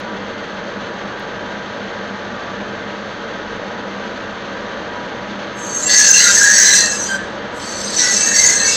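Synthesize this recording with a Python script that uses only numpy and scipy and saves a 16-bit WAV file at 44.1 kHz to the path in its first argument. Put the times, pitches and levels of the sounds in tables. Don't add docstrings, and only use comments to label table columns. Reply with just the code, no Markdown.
import sys
import numpy as np
from scipy import signal
from scipy.fft import rfft, irfft, next_fast_len
from scipy.io import wavfile
from scipy.ndimage import uniform_filter1d

SR = 44100
rng = np.random.default_rng(int(sys.argv[2]) if len(sys.argv) > 2 else 0)


def dump_mix(stems):
    frames = np.atleast_2d(stems).T
    limited = np.clip(frames, -1, 1)
    pcm = np.round(limited * 32767).astype(np.int16)
    wavfile.write(sys.argv[1], SR, pcm)


def gain_from_db(level_db):
    decades = np.asarray(level_db, float) / 20
    return 10 ** decades


N = 386316
CUT_FROM = int(5.45 * SR)

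# f/Hz, level/dB [per Hz]
RUMBLE = [(25, -22), (70, -17.5), (108, -12), (161, -11), (202, 0.5), (246, -5.5), (404, -7), (545, -5.5),
          (720, -9.5), (1010, -9.5), (1630, -10), (2300, -19.5), (3000, -60)]
# f/Hz, level/dB [per Hz]
HISS = [(1800, -22), (2300, -1), (3300, 0.5), (4000, -2.5), (4600, -5), (4950, -15), (5250, -10),
        (5600, -15), (6250, -8), (6600, -13), (7000, -23), (7600, -26.5), (8300, -41.5), (10500, -67)]
# f/Hz, width/Hz, level/dB
CASING = [(202.5, 11.6, -5.5), (322, 17, -4), (456, 29, -2), (576.4, 64, -1.5), (798, 32, -9.5),
          (1269, 39, -5), (1455, 33, -6), (1580, 56, -5.5), (1882, 94, -9.5)]
# f/Hz, level/dB [rms]
GEAR_TONES = [(51, -56), (99, -53), (126, -52.5), (199, -41), (484.5, -48.5), (850.6, -46.5), (969, -43.5),
              (1068, -58), (1168, -47), (1577, -46.5), (1690, -51), (1748, -47.5), (2073, -51), (2169, -56),
              (3149, -54)]
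# t/s, level/dB [rms]
LOAD_HUM = [
    (0, -70),
    (6.6, -49),
    (6.9, -47.5),
    (8.76, -49),
]
TICK_S = np.array([.002, 1.1973])

# t/s, depth of cut as level/dB, flex/dB [push passed on to holder and ring]
CUTS = [
    [(5.52, -73, -1), (5.594, -34.5, -10), (5.85, -20, -7), (5.93, -10.5, 4), (6.4, -9.5, -1.5),
     (6.74, -7, 0.5), (6.9, -20, -10), (7.165, -29, 7), (7.24, -91, 0)],
    [(7.49, -75, -8), (7.575, -34, 3), (7.928, -25, 12), (8.0, -16.5, 10), (8.33, -17, -1),
     (8.355, -9.5, -9), (8.47, -11, -1), (8.58, -17, 2.5), (8.76, -16.5, 2)],
]
# level/dB [at full depth], slope/dB [per dB of depth], share of the flex
FOLLOW = [
    (-16, 2.5, 0.95),
    (-15, 1.05, .6),
    (-12.5, 2, 0.41),
    (-9, 1.25, 0),
    (-18, 0.92, 0),
]
PART_EDGES_HZ = (1350, 2130, 5480, 5990, 7390, 8590)
# f/Hz, width/Hz, level/dB
RING = [(1485, 71, -17), (1595, 45, -2), (1652, 71, -3), (1767, 99, 0), (1880, 28, -10), (1990, 49, -3.5),
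        (2310, 110, -14)]
# f/Hz, width/Hz, level/dB
HOLDER = [(2694, 49, -13.5), (3095, 37, -10.5), (3540, 140, -9.5), (4007, 94, -1), (4314, 64, 0.5),
          (4300, 36, -13), (4580, 110, 2), (5050, 72, -4), (5270, 83, -6), (5480, 140, 2)]
# f/Hz, width/Hz, level/dB
SHANK = [(5280, 200, -11), (5940, 200, 4)]
# f/Hz, width/Hz, level/dB
BLADE = [(5700, 33, 1), (6230, 69, -1.5), (6320, 23, -5), (6450, 82, -2), (6630, 84, -5.5), (6890, 170, -7)]
# f/Hz, width/Hz, level/dB
TIP = [(7440, 64, 2.5), (7520, 49, 0), (7670, 83, -24), (7910, 120, -0.5), (8330, 125, -4.5)]
# f/Hz, width/Hz, level/dB
CURL = [(9100, 360, -0.5), (10140, 150, -2), (10800, 300, -3.5), (10900, 110, -11), (11370, 760, -4),
        (12600, 300, -14), (13100, 150, -12)]
# f/Hz, level/dB [per Hz]
SHEAR = [(710, -62), (1200, -46), (1650, 3), (2030, -7), (2160, -14), (2450, -15.5), (2650, -14),
         (3310, -13.5), (4370, -5.5), (4810, -16), (6290, -1.5), (7070, -16), (7700, -17), (9040, -34),
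         (15400, -52)]

# t/s, length/s, start f/Hz, end f/Hz, peak level/dB
SLIDES = [(6.133, .07, 2760, 2680, -13), (6.19, .05, 2700, 3150, -20), (6.173, 0.037, 4150, 4050, -10),
          (6.203, 0.11, 1450, 1400, -17.5), (6.88, 0.12, 5600, 4800, -29), (6.992, 0.2, 4350, 3950, -37),
          (7.62, 0.2, 6100, 6090, -33), (7.8, .14, 6090, 6080, -29), (5.6, .12, 6050, 5980, -38),
          (6.1, .1, 5000, 5600, -20), (6.2, .1, 4300, 3800, -21), (6.06, 0.12, 5500, 6400, -20),
          (5.86, .1, 2740, 2730, -25), (6.77, 0.12, 4200, 4150, -21), (8.34, 0.095, 1980, 2150, -21),
          (7.8, .15, 5200, 4850, -31), (8.62, .13, 2150, 2300, -28), (8.56, 0.16, 2660, 2660, -31),
          (7.16, .14, 1800, 1600, -33), (6.236, .19, 5975, 6158, -13), (6.41, .12, 1614, 1700, -7),
          (8.2, .3, 2300, 2200, -30), (8.491, .26, 4317, 4091, -27)]
# t/s, length/s, f/Hz, peak level/dB
RING_LOCKS = [(5.857, .2, 1981, -24), (5.885, .08, 1700, -17), (5.961, .14, 1720, -16),
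              (5.996, .22, 1620, -18), (6.151, .13, 1965, -21), (6.455, .15, 1825, -17),
              (6.545, .15, 1980, -20), (6.575, .2, 1695, -12), (6.76, .12, 1857, -20),
              (6.775, .24, 1685, -25), (7.089, .09, 1566, -16), (7.987, .15, 1965, -19),
              (8.002, .11, 1496, -26), (8.181, .24, 1668, -26), (8.261, .11, 1835, -21),
              (8.426, .11, 2018, -16), (8.446, .19, 1647, -22), (8.58, .09, 1835, -21),
              (8.625, .08, 1610, -22)]
# t/s, length/s, f/Hz, peak level/dB
HOLDER_LOCKS = [(5.662, .2, 4495, -37), (5.887, .21, 4430, -19), (5.927, .26, 2712, -24),
                (6.051, .08, 5135, -17), (6.161, .16, 4750, -22), (6.236, .08, 3762, -21),
                (6.366, .08, 5265, -20), (6.52, .08, 4505, -18), (6.67, .18, 4100, -20),
                (6.73, .18, 2670, -26), (6.755, .13, 4575, -23), (7.074, .09, 3120, -30),
                (7.668, .19, 4548, -33), (7.882, .2, 4435, -31), (8.127, .25, 2670, -28),
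                (8.341, .08, 4516, -17), (8.506, .1, 4280, -21), (8.595, .17, 4532, -23),
                (8.7, .07, 5097, -22), (6.251, .1, 2664, -27), (7.039, .12, 4796, -33),
                (7.588, .2, 4195, -40), (8.171, .11, 5296, -27), (8.416, .2, 5668, -26),
                (8.67, .1, 2670, -28), (8.725, .05, 4806, -26), (8.39, .1, 2680, -30),
                (6.85, .12, 2680, -30), (6.87, .07, 4100, -27)]
# t/s, length/s, f/Hz, peak level/dB
BLADE_LOCKS = [(5.567, .2, 6384, -33), (5.667, .13, 6502, -28), (5.707, .11, 5975, -29),
               (5.732, .08, 6390, -19), (5.902, .1, 6346, -8), (5.961, .12, 6018, -13),
               (6.001, .19, 6271, -9), (6.181, .1, 6390, -10), (6.505, .09, 6513, -11),
               (6.57, .11, 6341, -9), (6.695, .19, 6061, -20), (6.859, .21, 6400, -28),
               (6.864, .08, 6152, -22), (6.984, .17, 6078, -25), (7.004, .07, 5926, -21),
               (7.613, .17, 6540, -37), (7.673, .09, 6147, -27), (7.752, .07, 6066, -26),
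               (7.817, .1, 6384, -28), (7.957, .09, 5990, -18), (8.027, .12, 6411, -17),
               (8.117, .14, 6082, -16), (8.151, .23, 6556, -18), (8.336, .17, 6357, -11),
               (8.371, .11, 6007, -15), (8.521, .15, 6180, -17), (8.635, .08, 6030, -16),
               (8.665, .1, 6368, -22), (8.27, .06, 6520, -15), (8.401, .24, 6560, -21)]
CHANCE_S = (.08, 0.17)


def rms_one(x):
    return x / np.sqrt(np.mean(x ** 2) + 1e-20)


def drift(rate, size=N):
    r = np.exp(-40 * np.pi * rate / SR)
    settle = 4000
    noise = rng.standard_normal(size // 20 + settle + 2)
    slow = signal.lfilter([1], [1, -2 * r, r * r], noise)[settle:]
    return np.interp(np.arange(size) / 20, np.arange(len(slow)), slow / (slow.std() + 1e-20))


def coloured(x, spectrum):
    hz, db = np.transpose(spectrum)
    size = next_fast_len(len(x))
    bins_hz = np.maximum(np.fft.rfftfreq(size, 1 / SR), 1)
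    gain = gain_from_db(np.interp(np.log(bins_hz), np.log(hz), db))
    return rms_one(irfft(rfft(x, size) * gain, size)[:len(x)])


def resonance(x, hz, width):
    r = np.exp(-np.pi * width / SR)
    poles = [1, -2 * r * np.cos(2 * np.pi * hz / SR), r * r]
    return signal.lfilter(np.array([1, 0, -1]) * (1 - r * r) / 2, poles, x)


def body(x, modes, patchy_db, rate):
    out = np.zeros(len(x))
    for k, (hz, width, db) in enumerate(modes):
        coupling = gain_from_db(db + patchy_db * drift(rate, size=len(x)))
        ringing = resonance(resonance(x, hz, width), hz, 4 * width)
        out += (-1) ** k * coupling * ringing
    return rms_one(out)


def headstock():
    rumble = coloured(rng.standard_normal(N), [*RUMBLE, (SR / 6, -120)]) * gain_from_db(0.14 * drift(21))
    hiss = coloured(rng.standard_normal(N), [*HISS, (SR / 3, -90)]) * gain_from_db(0.95 * drift(29))
    dull = signal.butter(8, 2600, fs=SR, output="sos")
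    casing = body(signal.sosfilt(dull, rng.standard_normal(N)), CASING, patchy_db=0.0, rate=1.3)
    return gain_from_db(-29) * rumble + gain_from_db(-32) * casing + gain_from_db(-38) * hiss


def gear_tones():
    t = np.arange(N) / SR
    out = np.zeros(N)
    for hz, db in GEAR_TONES:
        sway = min(hz / 300, 1.2) * drift(3.14)
        level = np.sqrt(2) * gain_from_db(db + 3.15 * drift(4.3))
        out += level * np.sin(2 * np.pi * hz * t + sway)
    return out


def labouring_spindle():
    t = np.arange(N) / SR
    level = gain_from_db(np.interp(t, *np.transpose(LOAD_HUM)) + 1.9 * drift(1.7))
    return np.sqrt(2) * level * np.sin(2 * np.pi * 84.0 * t + 0.31 * drift(3.4))


def ticks():
    out = np.zeros(N)
    out[(np.array(TICK_S) * SR).astype(int)] = gain_from_db(-27)
    return out


def workshop(x, t60=0.54, wet_db=-14):
    t = np.arange(int(.5 * SR)) / SR
    tail = rng.standard_normal(len(t)) * gain_from_db(-60 * t / t60) * (t > .006)
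    tail = signal.sosfilt(signal.butter(2, 7000, fs=SR, output="sos"), tail)
    tail /= np.sqrt(np.sum(tail ** 2))
    return x + gain_from_db(wet_db) * signal.fftconvolve(x, tail)[:len(x)]


def part_db(s, k):
    at, depth_db, flex_db = np.transpose(np.vstack(CUTS))
    full_db, slope, share = FOLLOW[k]
    below_full_db = np.interp(s, at, depth_db, left=-90) + 9
    return full_db + slope * below_full_db + share * np.interp(s, at, flex_db)


def chance_locks(k, modes, count, under_db=-1.5, detune=.012):
    jitter, pick, long, off = rng.random((count, 4)).T
    s = CUT_FROM / SR + (N - CUT_FROM) / SR * (np.arange(count) + jitter) / count
    mode_hz = np.array(modes)[(pick * len(modes)).astype(int), 0]
    hz = mode_hz * (1 + detune * (2 * off - 1))
    length = CHANCE_S[0] + long * (CHANCE_S[1] - CHANCE_S[0])
    db = np.minimum(part_db(s, k), part_db(s + length, k)) + under_db
    return np.transpose([s, length, hz, db])


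def locks():
    faint = chance_locks(4, TIP, count=26)
    s, length, hz, db = np.vstack([RING_LOCKS, HOLDER_LOCKS, BLADE_LOCKS, faint]).T
    glide = .003 * rng.standard_normal(len(s))
    return np.transpose([s, length, hz * (1 - glide), hz * (1 + glide), db])


def squeals():
    bend, slip_rad = .002, .8
    out = np.zeros(N + SR)
    wander, flutter, sway = drift(48.0), drift(50), drift(12.4)
    for (s, length, start_hz, end_hz, db), skip in zip([*SLIDES, *locks()], rng.random(200)):
        size, at = int(1.3 * length * SR), int((s - .15 * length) * SR)
        u = np.arange(size) / size
        offset = int(skip * (N - SR))
        here = slice(offset, offset + size)
        hz = (start_hz + (end_hz - start_hz) * u) * (1 + bend * sway[here])
        phase = 2 * np.pi * np.cumsum(hz) / SR + slip_rad * wander[here]
        swell = np.sin(np.pi * u) ** 0.81 * gain_from_db(db - 2.0 + 4.1 * flutter[here])
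        out[at:at + size] += swell * np.sin(phase)
    return out[:N]


def chips(per_s, spread_db):
    size = N - CUT_FROM
    sizes = gain_from_db(spread_db * np.minimum(rng.exponential(1, size), 4)) * rng.choice([-1, 1], size)
    return rms_one(sizes * (rng.random(size) < per_s / SR))


def cutting():
    s = np.arange(CUT_FROM, N) / SR
    shear = coloured(chips(per_s=10000, spread_db=4.0), SHEAR)
    throb = gain_from_db(0.82 * drift(5, size=len(s)) + 1.5 * drift(75, size=len(s)))
    cut = np.zeros(len(s))
    broad_db = (-6.5, -6.0, -9, -6.5, -3.5)
    for k, modes in enumerate((RING, HOLDER, SHANK, BLADE, TIP)):
        band = signal.butter(3, PART_EDGES_HZ[k:k + 2], "band", fs=SR, output="sos")
        ringing = body(chips(per_s=6000, spread_db=4.5), modes, patchy_db=5.5, rate=8.2)
        broad = rms_one(signal.sosfilt(band, shear))
        part = gain_from_db(-2) * signal.sosfilt(band, ringing) + gain_from_db(broad_db[k]) * broad
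        cut += gain_from_db(part_db(s, k) - 1.0) * part * throb
    curl = body(chips(per_s=4600, spread_db=-1.5), CURL, patchy_db=2.5, rate=7.0)
    cut += gain_from_db(0.91 * part_db(s, k=4) - 19.5) * curl * throb
    top = signal.butter(4, (12800, 15500), "band", fs=SR, output="sos")
    sizzle = rms_one(signal.sosfilt(top, chips(per_s=2500, spread_db=4.0)))
    cut += gain_from_db(2 * part_db(s, k=3) - 28) * sizzle
    return cut


def scene():
    out = headstock() + gear_tones() + labouring_spindle() + ticks()
    out[CUT_FROM:] += workshop(squeals()[CUT_FROM:] + cutting())
    return out[None]


def low_pass(x):
    return signal.sosfilt(signal.butter(12, 15570, fs=SR, output="sos"), x)


def record(dry):
    loud_db = 10 * np.log10(uniform_filter1d(dry ** 2, size=1500) + 1e-9)
    eased = dry * gain_from_db(-.4 * np.maximum(loud_db + 10.5, 0))
    clipped = np.clip(eased, -.95, .95)
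    mix = clipped + gain_from_db(-88) * rng.standard_normal(dry.shape)
    return low_pass(mix)


dry = scene()
out = record(dry)
dump_mix(out)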